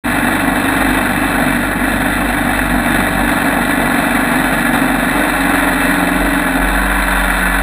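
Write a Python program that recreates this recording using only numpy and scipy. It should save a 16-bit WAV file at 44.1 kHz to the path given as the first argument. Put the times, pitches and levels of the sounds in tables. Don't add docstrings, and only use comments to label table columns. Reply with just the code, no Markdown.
import sys
import numpy as np
from scipy import signal
from scipy.fft import rfft, irfft, next_fast_len
from scipy.io import wavfile
from scipy.ndimage import uniform_filter1d

SR = 44100
rng = np.random.default_rng(int(sys.argv[2]) if len(sys.argv) > 2 else 0)


def wav_out(sig):
    wavfile.write(sys.argv[1], SR, np.round(np.clip(np.atleast_2d(sig).T, -1, 1) * 32767).astype(np.int16))


N = 336042
T = np.arange(N) / SR
MAX_CYCLES = 200

# time_s, lift (0 deep, 1 at the surface, 2 half out)
PROP_LIFT = [(0, 0.075), (5.0, 0.04), (5.7, 1.1), (6.55, 1.08), (6.85, 1.878), (7.62, 1.93)]
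# pitch_hz, width_hz, level_db
TUBE_MODES = [(463, 56, -7.5), (622, 130, -2), (727, 175, 1), (839, 104, -1), (950, 83, -6), (1092, 97, -5),
              (1250, 260, -11.5), (1393, 103, -1), (1516, 105, 1), (1668, 81, 0), (1726, 56, 2),
              (1845, 45, 0.5), (1909, 110, -2), (1979, 202, -2.5), (2273, 85, -7.5), (2370, 176, -7),
              (2604, 174, -7), (3050, 120, -18), (3210, 210, -18), (3593, 307, -12), (3847, 126, -14),
              (4067, 176, -15.5), (4360, 160, -27.5)]
# frequency_hz, level_db
CASE_RESPONSE = [(30, -29), (110, -32.5), (200, -1), (400, -8.5), (1300, -7.5), (2150, -28.5), (2880, -46),
                 (4200, -53), (4800, -36.5), (5900, -41)]


def combustion(cycle):
    # angle_cycles, level_db
    cylinders = [(0.341, -2), (.715, -3.5)]
    burn = scatter(spread_db=2.0)
    return sum(blows(cycle, angle, undb(db) * burn * scatter(spread_db=1.5), jitter_ms=.3)
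               for angle, db in cylinders)


def drone(cycle):
    # cycle_multiple (rounded on use), deep_db, surface_db, half_out_db
    tones = [(6, -33.5, -45, -48), (7, -38.5, -46, -56), (8, -37, -28, -26), (10, -23.5, -43, -51),
             (11, -23, -34.5, -36), (12, -27, -21, -28.5), (13, -31, -22.5, -42), (16, -41, -37.5, -50),
             (26, -50, -56, -35), (27, -34.5, -33, -54), (32, -32, -62, -31), (34, -48, -46, -34),
             (42, -54, -51, -30), (59, -37, -44, -37), (63.5, -37, -43, -34), (65.9, -40, -35, -29),
             (72, -34, -36, -45)]
    slip_cycles = 0.00075 * walk(14)
    angle_cycles = cycle - .41 + slip_cycles
    throb_db = surge(14, spread_db=0.7)
    out = 0
    for multiple, *levels_db in tones:
        level_db = by_lift(levels_db) + throb_db + 1.6 * walk(14)
        blur_rad = 0.058 * np.sqrt(multiple) * walk(14)
        out = out + undb(level_db) * np.cos(2 * np.pi * round(multiple) * angle_cycles + blur_rad)
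    return np.sqrt(2) * out


def thump(firings):
    # pitch_hz, width_hz, level_db
    frame_modes = [(71.4, 40, -15), (175, 79, -14), (248.3, 36, -.5), (272.8, 39, 3), (321, 36, -5),
                   (387, 117, -19)]
    # deep_db, surface_db, half_out_db
    weight_db = [-22, -25, -30.5]
    gas = fade(firings, ms=6.6) * rng.standard_normal(N)
    frame = ring(undb(-7.5) * unit(firings) + unit(gas), frame_modes)
    return steady(frame, window_s=0.08) * undb(by_lift(weight_db) + surge(22, spread_db=1.8))


def clatter(cycle, firings, contact_count=64):
    # angle_cycles, level_db
    valves = [(.005, -4.5), (.315, -2), (0.638, -4.5)]
    knocks = sum(blows(cycle, angle, undb(db) * scatter(spread_db=1.0), jitter_ms=0.22)
                 for angle, db in valves)
    knocks = fade(knocks, ms=3.3) * rng.standard_normal(N)
    knocks = unit(signal.sosfilt(signal.butter(1, 3000, "high", fs=SR, output="sos"), knocks))
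    contacts = zip(rng.random(contact_count), rng.choice([-1, 1], contact_count))
    bearings = sum(blows(cycle, angle, np.full(MAX_CYCLES, sign), jitter_ms=.09)
                   for angle, sign in contacts)
    rattle_envelope = fade(fade(firings, ms=11.5), ms=1.27)
    rattle = unit(rattle_envelope * rng.standard_normal(N))
    force = rattle + undb(-1.5) * unit(bearings) + undb(1.2) * knocks
    return steady(ring(force * undb(0.55 * walk(40)), TUBE_MODES, CASE_RESPONSE), window_s=0.082)


def churn(pops_per_s=4000):
    pops = rng.standard_normal(N) * (rng.random(N) < pops_per_s / SR)
    pops *= undb(2.3 * np.minimum(rng.exponential(size=N), 3))
    return unit(ring(pops * undb(0.71 * walk(35)), TUBE_MODES, CASE_RESPONSE))


def shaft_shake(cycle):
    # time_s, level_db
    shake_level = [(0.06, -31), (0.54, -29), (0.63, -36), (0.9, -23), (1.05, -29), (2.78, -24), (2.9, -28),
                   (3.2, -22), (3.43, -36), (3.68, -27), (3.87, -31.5), (5.87, -27.5), (6.06, -31),
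                   (6.23, -20), (6.48, -31.5), (6.61, -18.5), (7.6, -20), (7.62, -18)]
    # time_s, level_db
    hum_level = [(0, -33.5), (3.0, -31.5), (3.5, -35.5), (4.9, -44), (5.5, -37), (6.4, -38), (6.8, -43),
                 (7.62, -40)]
    shake_db, = curves(shake_level)
    hum_db, = curves(hum_level)
    crank_rad = 4 * np.pi * cycle
    shake = undb(shake_db + surge(18, spread_db=2)) * np.sin(crank_rad)
    hum = undb(hum_db + 1.5 * walk(10)) * np.sin(2 * crank_rad)
    return np.sqrt(2) * (shake + hum)


def shaft_ring(firings):
    # pitch_hz, width_hz, level_db
    shaft_modes = [(985, 123, -6), (1107, 120, -7), (1403, 160, -2.5), (1510, 79, -1.5), (1717, 70, -4)]
    rattle = fade(firings, ms=13) * rng.standard_normal(N)
    return steady(ring(rattle, shaft_modes), window_s=0.081) * undb(by_lift([-42, -31, -20.7]))


def wash():
    # time_s, level_db
    rumble_level = [(0, -28), (3.0, -26.5), (4.0, -28.5), (5.0, -30.5), (6.0, -33.5), (7.0, -39),
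                    (7.62, -45)]
    # pitch_hz, width_hz, level_db
    skeg_modes = [(50, 47, -9.5), (149, 23, -1.5), (183, 57, 3.5), (220, 66, -1)]
    rumble_db, = curves(rumble_level)
    return unit(ring(rng.standard_normal(N), skeg_modes)) * undb(rumble_db)


def surge(rate_hz, spread_db):
    lift, = curves(PROP_LIFT)
    swells = walk(rate_hz)
    swells = unit(swells - uniform_filter1d(swells, SR // 2))
    return spread_db * np.exp(-.35 * lift) * np.minimum(swells, 1.3)


def by_lift(levels_db):
    lift, = curves(PROP_LIFT)
    return np.interp(lift, np.arange(3), levels_db)


def ring(x, modes, broad=None):
    bin_hz = np.arange(4097) * SR / 8192
    power = 1e-7 + sum(undb(2 * db) / (1 + (2 * (bin_hz - hz) / width_hz) ** 2) ** 2
                       for hz, width_hz, db in modes)
    if broad is not None:
        hz, db = np.transpose(broad)
        power = power + undb(2 * np.interp(np.log(bin_hz + 1), np.log(hz), db))
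    cepstrum = irfft(np.log(power) / 2)
    causal_fold = 1 + np.sign(len(bin_hz) - 1 - np.arange(len(cepstrum)))
    causal_fold[0] = 1
    impulse = irfft(np.exp(rfft(cepstrum * causal_fold)))
    return signal.fftconvolve(x, impulse)[:N]


def blows(cycle, angle_cycles, sizes, jitter_ms):
    due_s = np.interp(np.arange(len(sizes)) + angle_cycles, cycle, T, left=-1, right=-1)
    at = (due_s + jitter_ms / 1000 * rng.standard_normal(len(sizes))) * SR
    inside = (at > 0) & (at < N - 1)
    return np.bincount(at[inside].astype(int), sizes[inside], N)


def fade(x, ms):
    return signal.lfilter([1], [1, -np.exp(-1000 / (ms * SR))], x)


def scatter(spread_db):
    return undb(spread_db * np.minimum(rng.standard_normal(MAX_CYCLES), 1.4))


def walk(rate_hz):
    step = int(SR / rate_hz)
    return unit(uniform_filter1d(np.repeat(rng.standard_normal(2000), step)[:N], step))


def steady(x, window_s):
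    return x / np.sqrt(uniform_filter1d(x ** 2, int(window_s * SR)) + 1e-9)


def curves(table):
    time_s, *columns = np.transpose(table)
    return [np.interp(T, time_s, column) for column in columns]


def undb(db):
    return 10 ** (np.asarray(db) / 20)


def unit(x):
    return x / np.sqrt(np.mean(x ** 2))


def scene():
    # time_s, rotation_hz
    crank_speed = [(0.06, 48.01), (0.94, 48.75), (1.74, 48.23), (2.21, 49.12), (3.53, 47.82), (3.66, 48.26),
                   (5.28, 47.56), (5.43, 45.82), (5.51, 46.2), (5.79, 44.21), (5.95, 45.13), (6.1, 44.6),
                   (6.19, 46.27), (6.27, 46.8), (6.54, 44.07), (6.88, 48.5), (7.26, 46.05), (7.62, 46.14)]
    # time_s, churn_db, clatter_db, drone_db
    load = [(0, -23, -18.7, 0.5), (.6, -21, -18, -0.5), (1.3, -21.5, -18, 1), (1.65, -23.7, -19.5, -0.5),
            (3.0, -22, -18, -0.5), (3.6, -20.7, -18.6, 0.5), (4.3, -21, -17.4, 1), (4.9, -21.5, -18.5, 1.5),
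            (5.4, -20.8, -16.5, -.5), (5.85, -20, -16.5, -0.5), (6.25, -22.3, -18, 1.5),
            (6.6, -21, -18.5, 1), (7.2, -22.5, -15, -1), (7.62, -24, -16.5, 1)]
    crank_hz, = curves(crank_speed)
    churn_db, clatter_db, drone_db = curves(load)
    cycle = np.cumsum(crank_hz) / SR / 2 - .12
    firings = combustion(cycle)
    tube = clatter(cycle, firings) + undb(-5) * churn()
    low = signal.sosfiltfilt(signal.butter(3, 1100, fs=SR, output="sos"), tube)
    metal = unit(low) * undb(churn_db + .5 + surge(18, spread_db=1.26))
    metal += unit(tube - low) * undb(clatter_db - 0.31 + surge(11, spread_db=0.75))
    metal = metal * undb(by_lift([0, -.3, -1.8])) + shaft_ring(firings)
    exhaust = drone(cycle) * undb(drone_db) + thump(firings)
    return (exhaust + metal + shaft_shake(cycle) + wash())[None]


def record(dry):
    start_s, fade_in_s = .037, 0.017
    hold_hz, top_hz = 12000, 15300
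    sound = dry * np.clip((T - start_s) / fade_in_s, 0, 1)
    rounded = sound / (1 + (sound / .95) ** 6) ** (1 / 6)
    slow = signal.resample_poly(rounded, hold_hz, SR, axis=1)
    held = signal.resample_poly(np.repeat(slow, 4, axis=1), SR, 4 * hold_hz, axis=1)[:, :N]
    soft = signal.sosfilt(signal.butter(1, 17500, fs=SR, output="sos"), held)
    return signal.sosfilt(signal.ellip(10, .2, 70, top_hz, fs=SR, output="sos"), soft)


dry = scene()
out = record(dry)
wav_out(out)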